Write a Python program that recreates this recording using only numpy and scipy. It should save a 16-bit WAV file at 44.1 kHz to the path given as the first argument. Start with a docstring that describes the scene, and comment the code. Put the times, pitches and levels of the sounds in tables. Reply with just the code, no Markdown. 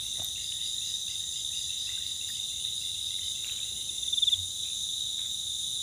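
"""A swampy forest at night: crowds of crickets and katydids trill in several high bands, built from falling tones.
Frogs croak below them in hoarse pulsed tones, a lone cricket whistles and short buzzes come from rapid clicks.
Somebody crouching close by handles twigs and cord: ringing ticks, crackly noise rustles and low thuds.
One near cricket plays a short swelling chirp of clean strokes. The trees smear the far singers, over
a low rumble and soft air hiss made of filtered noise."""
import sys
import numpy as np
from scipy import signal
from scipy.fft import rfft, irfft
from scipy.io import wavfile
from scipy.ndimage import uniform_filter1d

SR = 44100
rng = np.random.default_rng(int(sys.argv[2]) if len(sys.argv) > 2 else 0)


def to_wav(sig):
    """Store sig (one row per channel, or 1-D mono) as 16-bit WAV at the path in sys.argv[1].

    Samples outside -1..1 are clipped; the rate is SR.
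    """
    pcm = np.clip(np.atleast_2d(sig), -1, 1) * 32767
    pcm = np.round(pcm).astype(np.int16)
    wavfile.write(sys.argv[1], SR, pcm.T)  # frames by channels


N = 256662
T = np.arange(N) / SR  # time of every sample [s]


def db_to_gain(db):
    """Turn decibels into an amplitude factor."""
    return 10 ** (np.asarray(db) / 20)


def set_level(x, db):
    """Scale a sound so that its average (RMS) level is db."""
    return x * db_to_gain(db) / np.sqrt(np.mean(x ** 2))


def gain_curve(rows):
    """Gain along rows of (time [s], level [dB]); practically silent outside them."""
    s, db = np.transpose(rows)
    return db_to_gain(np.interp(T, s, db, left=-200, right=-200))


def band(x, hz, width_hz):
    """Keep only the frequencies around hz."""
    low = max(hz - width_hz / 2, 20)
    high = min(hz + width_hz / 2, .45 * SR)
    return signal.sosfilt(signal.butter(2, [low, high], "band", fs=SR, output="sos"), x)


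def walk(rate):
    """Smooth random wander: random values held for 1 / rate seconds, then averaged twice."""
    hold = int(SR / rate)
    steps = np.repeat(rng.standard_normal(size=512), hold)[:N]
    return uniform_filter1d(uniform_filter1d(steps, hold), hold)


def add(out, s, sound):
    """Mix a sound in from time s; a time below zero counts as zero."""
    i = int(max(s, 0) * SR)
    out[i:i + len(sound)] += sound[:N - i]


def rasp(share, width_hz):
    """Roughness, as from uneven teeth: a gain near 1 that shakes at random."""
    low_pass = signal.butter(2, width_hz, fs=SR, output="sos")
    shake = signal.sosfilt(low_pass, rng.standard_normal(N))
    return 1 - share + share * set_level(shake, 0)


FOREST_T60_S = 0.57  # time for the tail to fall by 60 dB


def forest(x, wet):
    """Trunks and leaves scatter the sound into a short diffuse tail."""
    t = T[:SR // 2]
    fading_noise = rng.standard_normal(len(t)) * db_to_gain(-60 * t / FOREST_T60_S)
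    tail = set_level(fading_noise, 0) / np.sqrt(len(t))
    wet = np.clip(wet, 0, 1)
    return np.sqrt(1 - wet) * x + np.sqrt(wet) * signal.fftconvolve(x, tail)[:N]


# Tone colour of the air hiss: (frequency [Hz], relative level per Hz [dB])
AIR_COLOUR = [(30, 3.5), (60, 21.5), (160, 14.5), (300, 8.5), (1000, -0.5), (1500, -2.5), (2400, -3),
              (3200, 15.5), (4300, 11), (5500, 13.5), (7650, 15), (9000, 17), (11400, 6), (12300, 4.5),
              (15000, 8)]
AIR_DB = -45.5  # before the slow wander
# Loudness of the low rumble: (time [s], level [dB])
RUMBLE_LEVEL = [(0.0, -56), (0.61, -59.5), (3.4, -58), (4.05, -56.5), (5.35, -60.5), (5.58, -58),
                (5.82, -58.5)]


def night_air():
    """Far chorus blurred to hiss (coloured noise), over a low noise rumble that swells and sinks."""
    hz = np.maximum(np.arange(N // 2 + 1) * SR / N, 1)
    colour_hz, colour_db = np.transpose(AIR_COLOUR)
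    colour = db_to_gain(np.interp(np.log(hz), np.log(colour_hz), colour_db, left=-20))
    noise = irfft(rfft(rng.standard_normal(N)) * colour, N)
    hiss = set_level(noise, AIR_DB) * db_to_gain(0.2 * walk(4.54))
    rumble = set_level(band(rng.standard_normal(N), 85.4, 57), 0) * gain_curve(RUMBLE_LEVEL)
    return hiss + rumble


def throb(rate, crest_s, depth_db):
    """A gain that swings up and down regularly, as when a crowd sings in step."""
    return db_to_gain(depth_db * np.cos(2 * np.pi * rate * (T - crest_s)))


# Bursts of the ground singers: (start time [s], level while held [dB])
GROUND_BURSTS = [(.4, -47.5), (.61, -49), (.835, -47.5), (1.07, -49), (1.3, -50), (1.54, -48), (1.77, -48),
                 (2.03, -51), (2.27, -49), (2.76, -49.5), (3.0, -50), (3.22, -50)]
BURST_ATTACK_S, BURST_HOLD_S, BURST_RELEASE_S = 0.019, 0.05, 0.11
BURST_FOOT_DB = 15  # how far below the held level a burst begins and ends


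def bursts():
    """Gain of short bursts: attack, hold, release."""
    times = np.cumsum([0, BURST_ATTACK_S, BURST_HOLD_S, BURST_RELEASE_S])
    drops_db = BURST_FOOT_DB * np.array([1, 0, 0, 1])
    return sum(gain_curve(np.transpose([s + times, db - drops_db])) for s, db in GROUND_BURSTS)


# Phrases of the saw-like singer: one stop time [s] each
SAW_STOPS = [.075, .885, 1.71, 2.555, 3.35, 4.155, 5.0, 5.8]
SAW_DB, SAW_SWELL_DB = -50.5, 10  # full level; climb up to it
SAW_SWELL_S, SAW_HOLD_S = .235, .345


def phrases():
    """Gain that climbs to full, holds and stops dead."""
    gain = 0
    for stop in SAW_STOPS:
        full = stop - SAW_HOLD_S
        gain = gain + gain_curve([(full - SAW_SWELL_S, SAW_DB - SAW_SWELL_DB), (full, SAW_DB), (stop, SAW_DB)])
    return gain


PITCH_DRIFT = .004  # size of each singer's slow pitch wander, as a share of pitch


def crowd(song, gain, count, near_db=2.5):
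    """Singers that scrape a wing file: each stroke is a tone falling in pitch, each singer has its own pace."""
    start_hz, end_hz, rate, share, sizes, paces, wet, rough, wing_hz = song
    out = 0
    singer_sizes = np.linspace(-1, 1, count + 2)[1:-1]
    for size, (pace, offset) in zip(singer_sizes, rng.standard_normal((count, 2))):
        strokes_per_s = rate * (1 + paces * (pace + walk(8)))
        # 0 to 1 while the stroke sounds, above 1 in the pause after it
        stroke = (np.cumsum(strokes_per_s) / SR + offset) % 1 / share
        shape = np.sin(np.pi * np.minimum(stroke, 1)) * rasp(rough, width_hz=0.031 * start_hz)
        detune = 1 + sizes * size + .01 * walk(60) + PITCH_DRIFT * walk(6)
        hz = (start_hz + (end_hz - start_hz) * stroke) * detune
        loudness = db_to_gain(near_db * walk(2.38))  # each singer's level wanders
        out = out + loudness * shape * np.sin(2 * np.pi * np.cumsum(hz) / SR)
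    # the wing membrane hardly radiates above its resonance
    wing = signal.ellip(6, 1, 40, wing_hz, fs=SR, output="sos")
    return forest(set_level(signal.sosfilt(wing, out), 0) * gain, wet)


# Wing strokes of each crowd: (start pitch [Hz], end pitch [Hz], strokes [per s], sounding share [0-1],
# pitch spread [share], pace spread [share], wet share [0-1], roughness [0-1], top of wing's range [Hz])
FIELD_STROKES = (3980, 3500, 96, .9, .03, .15, .3, .4, 4040)
TREE_STROKES = (6450, 5900, 63, .65, .025, .04, 0.61, 0.57, 6980)
BUSH_STROKES = (7600, 6600, 98, .6, .03, .08, 0.8, .6, 7300)
GROUND_STROKES = (5150, 4750, 40, 0.98, .055, .05, 0.34, 0.97, 5300)
KATYDID_STROKES = (10200, 9000, 124, .6, .03, .035, 0.56, 0.57, 10080)
SAW_STROKES = (11100, 9900, 134, .6, .004, .008, .04, .2, 10950)
# Loudness of the field crickets before their throb: (time [s], level [dB])
FIELD_LEVEL = [(0.0, -37.5), (0.89, -35.5), (1.26, -39), (1.73, -36.5), (3.27, -35.5), (4.16, -38.5),
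               (4.96, -34.5), (5.32, -36.5), (5.82, -32.5)]
# Throbs of a crowd in step: (rate [per s], time of one crest [s], depth [dB])
FIELD_SWING = (24.1, 2.153, 2.6)
TREE_SWING = (1.285, 1.68, 1.3)
KATYDID_SWING = (7.68, 2.746, 3.9)
TREE_DB, BUSH_DB, KATYDID_DB = -45.5, -45, -48  # tree and katydid levels are before their throb


def insects():
    """Six kinds of wing-scraping singer; field crickets, tree crickets and katydids throb."""
    field = crowd(FIELD_STROKES, gain_curve(FIELD_LEVEL) * throb(*FIELD_SWING), count=6)
    tree = crowd(TREE_STROKES, db_to_gain(TREE_DB) * throb(*TREE_SWING), count=3)
    bush = crowd(BUSH_STROKES, db_to_gain(BUSH_DB), count=3)
    ground = crowd(GROUND_STROKES, bursts(), count=4)
    katydids = crowd(KATYDID_STROKES, db_to_gain(KATYDID_DB) * throb(*KATYDID_SWING), count=2, near_db=2.0)
    saw = crowd(SAW_STROKES, phrases(), count=1, near_db=-3)
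    return field + tree + bush + ground + katydids + saw


WHISTLE_S, WHISTLE_EVERY_S, WHISTLE_LENGTH_S = .385, .712, .18  # one start, round, length
WHISTLE_HZ, WHISTLE_PULSE_HZ = 6500, 60
WHISTLE_DB = -48  # peak level before the pulsing


def whistler():
    """A lone cricket: a tone of steady pitch, pulsed, in short regular phrases."""
    u = np.minimum((T - WHISTLE_S) % WHISTLE_EVERY_S / WHISTLE_LENGTH_S, 1)
    phrase = np.sin(np.pi * u) ** .5
    pulses = 1 + .5 * np.cos(2 * np.pi * WHISTLE_PULSE_HZ * T)
    tone = np.sin(2 * np.pi * WHISTLE_HZ * T)
    return forest(db_to_gain(WHISTLE_DB) * phrase * pulses * tone, .3)


# Short buzzes: (start time [s], level at the middle [dB])
BUZZES = [(-.03, -58), (.88, -61), (1.86, -61), (2.78, -57), (3.47, -58), (4.26, -55), (4.96, -61),
          (5.66, -57)]
BUZZ_HZ, BUZZ_BODY_HZ, BUZZ_WIDTH_HZ = 356, 11400, 1800  # click rate, wing resonance, its width
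BUZZ_S = .1  # length of each buzz


def buzzer():
    """Fast regular tooth clicks ringing a wide, high wing resonance: a comb of lines."""
    gate = np.zeros(N)
    for s, db in BUZZES:
        add(gate, s, db_to_gain(db) * np.hanning(int(BUZZ_S * SR)) ** .5)
    clicks = np.exp(40 * (np.cos(2 * np.pi * BUZZ_HZ * T) - 1) * 20)
    return gate * set_level(band(clicks, BUZZ_BODY_HZ, BUZZ_WIDTH_HZ), 0)


CROAK_PITCH_SPREAD = .012  # random pitch change from croak to croak, as a share of pitch


def frog(calls, hz, pulse_hz, fade_s, wet, rough):
    """Each croak scoops up to its pitch, then fades as a run of hoarse throat pulses."""
    out, t = np.zeros(N), T[:SR // 5]
    pulse = t * pulse_hz % 1
    # a quick rise at the start, and a larger rise within every pulse
    scoop = 1 - 0.0555 * np.exp(-t / 0.01095) + 0.079 * (pulse - .5)
    envelope = np.sin(np.pi * pulse) * np.exp(-(t / fade_s) ** 2)
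    for (s, db), chance in zip(calls, rng.standard_normal((len(calls), 1))):
        pitch = hz * (1 + CROAK_PITCH_SPREAD * chance) * scoop
        tone = np.sin(2 * np.pi * np.cumsum(pitch) / SR)
        add(out, s - .01, db_to_gain(db) * envelope * tone)  # starts just before its listed time
    return forest(out * rasp(rough, width_hz=130), wet)


# Croaks of the two-toned frog: (time [s], upper tone level [dB], lower tone level [dB]), before fade and rasp
TWIN_CROAKS = [(.0306, -46, -57), (.135, -50, -53), (.3596, -39.5, -50), (.599, -44, -52),
               (.8191, -43, -55), (1.0793, -43, -51), (1.3403, -47, -56), (1.5377, -40.5, -55.5),
               (1.7, -43.5, -53), (1.878, -38.5, -46.5), (2.0338, -44.5, -55), (2.2112, -43, -53),
               (2.345, -44, -53), (2.5066, -43.5, -55), (2.65, -47, -55), (2.815, -43, -53),
               (2.9505, -46, -58), (3.09, -45, -50.5), (3.21, -55, -50.5), (3.355, -45, -54),
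               (3.631, -44, -53), (3.752, -46, -56), (3.895, -46, -53.5), (4.03, -50, -56),
               (4.15, -48, -60), (4.2797, -43, -54)]
TWIN_UPPER_HZ, TWIN_LOWER_HZ, TWIN_LAG_S = 2835, 2106, .02
# Croaks of two other frogs: (time [s], level before fade and rasp [dB])
REED_CROAKS = [(0.5918, -47), (0.849, -50), (1.0996, -42.5), (1.3594, -43.5), (1.7125, -44.5),
               (2.0522, -44.5), (2.348, -41.5), (2.6035, -42), (2.962, -44), (3.2166, -40.5),
               (3.497, -37.5), (3.762, -42.5), (4.193, -49), (4.6, -50), (4.98, -48.5), (5.306, -50.5),
               (5.62, -49)]
LOW_CROAKS = [(0.155, -54), (0.383, -53), (0.5204, -52), (.75, -57), (0.8809, -54), (1.2136, -53),
              (1.5094, -55), (1.6778, -57), (1.8285, -56), (2.0062, -51)]
REED_FROG_HZ, LOW_FROG_HZ, LONE_CROAK_HZ = 3073, 1920, 2640


def frogs():
    """Four pulsed callers; one sounds two tones, the lower a little late."""
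    upper_calls = [(s, db) for s, db, _ in TWIN_CROAKS]
    lower_calls = [(s + TWIN_LAG_S, db) for s, _, db in TWIN_CROAKS]
    upper = frog(upper_calls, TWIN_UPPER_HZ, pulse_hz=33, fade_s=.105, wet=.3, rough=.38)
    lower = frog(lower_calls, TWIN_LOWER_HZ, pulse_hz=40, fade_s=.07, wet=.3, rough=.35)
    reed = frog(REED_CROAKS, REED_FROG_HZ, pulse_hz=50, fade_s=.13, wet=.35, rough=.55)
    low = frog(LOW_CROAKS, LOW_FROG_HZ, pulse_hz=45, fade_s=.1, wet=.45, rough=.3)
    # a single croak: (time [s], level [dB])
    lone = frog([(4.655, -44.5)], LONE_CROAK_HZ, pulse_hz=40, fade_s=.06, wet=.25, rough=.9)
    return upper + lower + reed + low + lone


# Twig and cord ticks: (time [s], ring level [dB], ring pitch [Hz], crack level against the ring, before a 5 dB cut [dB])
TWIG_TICKS = [(.184, -47, 666, -16), (.197, -36.5, 643, -18), (0.199, -36, 2840, 0), (.219, -37.5, 730, -7),
              (.232, -36, 12000, 9), (0.245, -22, 11750, 0), (.3237, -43, 12000, 2),
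              (0.5223, -28, 2990, -16), (1.0803, -48, 2630, 5), (1.7943, -41, 13900, -9),
              (1.891, -45, 1900, -12), (1.976, -45, 1570, -17), (2.288, -41, 1910, -15),
              (2.3, -38.5, 1860, -9), (2.654, -51, 1950, -1), (3.188, -41, 2080, -14),
              (3.4453, -27, 2770, -22), (3.47, -44, 2300, -4), (3.497, -28.5, 2690, -11),
              (3.59, -39, 2400, -6), (5.191, -44, 2270, 2), (5.26, -51.5, 2000, -2)]
RING_CYCLES, SHORTEST_RING_S, LONGEST_RING_S = 50, 0.0065, 0.035  # ring time to fall by 60 dB
# Rustles of grass and cloth: (time [s], length [s], level before the swell and fade [dB], centre [Hz])
GRASS_RUSTLES = [(0.173, 0.17, -62, 1520), (.18, 0.086, -55, 180), (1.868, 0.24, -63.5, 1920),
                 (2.27, 0.12, -48, 11000), (3.433, 0.33, -56, 2850), (3.415, 0.36, -66, 497),
                 (3.421, 0.21, -50, 13000), (3.701, 0.42, -61.5, 282), (4.645, 0.087, -64, 2660),
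                 (5.182, 0.13, -56.5, 2450), (5.3, .08, -53, 11500), (5.595, .08, -53, 11500),
                 (5.611, 0.03, -70, 4900)]
# Soft thuds on the ground: (time [s], peak level [dB], length [s])
GROUND_THUDS = [(.19, -45, .065), (4.325, -43, .14)]
THUD_HZ = 90


def handling():
    """Ticks are a wide crack and a damped ring; rustles are crackly noise; thuds are short and low."""
    out, t = np.zeros(N), T[:SR // 10]
    for s, db, hz, crack_db in TWIG_TICKS:
        crack = set_level(band(rng.standard_normal(len(t)), hz, 1.3 * hz), -5)
        crack = crack * db_to_gain(crack_db - 60 * t / .012)
        ring_s = np.clip(RING_CYCLES / hz, SHORTEST_RING_S, LONGEST_RING_S)
        ring = db_to_gain(-60 * t / ring_s) * np.sin(2 * np.pi * hz * t)
        onset = np.minimum(t / .0005, 1)
        add(out, s, db_to_gain(db) * onset * (ring + crack))
    for s, length, db, hz in GRASS_RUSTLES:
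        u = np.linspace(0, 1, int(length * SR))
        noise, grain = rng.standard_normal((2, SR // 2))
        crackly_noise = noise * db_to_gain(45 * uniform_filter1d(grain, size=64))
        crackle = band(crackly_noise, hz, 1.1 * hz)[:len(u)]
        add(out, s, set_level(crackle, db) * np.sin(np.pi * u ** 0.35))
    for s, db, length in GROUND_THUDS:
        thud_t = T[:int(length * SR)]
        envelope = np.hanning(len(thud_t)) ** .5
        add(out, s, db_to_gain(db) * envelope * np.sin(2 * np.pi * THUD_HZ * thud_t))
    return forest(out, .08)


# Strokes of the near cricket: (time of the middle [s], peak level [dB])
CHIRP_STROKES = [(3.897, -29.5), (3.94, -36), (3.983, -28), (4.032, -25.5), (4.082, -24), (4.134, -20.5),
                 (4.181, -20), (4.2305, -17), (4.280, -17), (4.332, -17)]
CHIRP_START_HZ = 3670
# a full stroke, and how a weaker one is shorter and drops less
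FULL_STROKE_DB = -17
STROKE_S, STROKE_S_PER_DB, STROKE_DROP_HZ, DROP_HZ_PER_DB = .027, .0011, 340, 16.5


def near_cricket():
    """Clean strokes that swell, their pitch dropping ever faster as the wing slows."""
    out = np.zeros(N)
    for s, db in CHIRP_STROKES:
        weaker_db = FULL_STROKE_DB - db
        length = STROKE_S - STROKE_S_PER_DB * weaker_db
        u = np.linspace(0, 1, int(length * SR))
        drop_hz = STROKE_DROP_HZ - DROP_HZ_PER_DB * weaker_db
        hz = CHIRP_START_HZ - drop_hz * u ** 1.8
        swell = np.sin(np.pi * u ** 1.35) ** .65
        tone = np.sin(2 * np.pi * np.cumsum(hz) / SR)
        add(out, s - length / 2, db_to_gain(db) * swell * tone)
    return forest(out, 0.0038)


def scene():
    """Add up all the sources, as one channel."""
    return (night_air() + insects() + whistler() + buzzer() + frogs() + handling() + near_cricket())[None]


def record(dry):
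    """The recorder cuts the top steeply, above 15500 Hz."""
    return signal.sosfilt(signal.ellip(14, .2, 70, 15500, fs=SR, output="sos"), dry)


dry = scene()
out = record(dry)
to_wav(out)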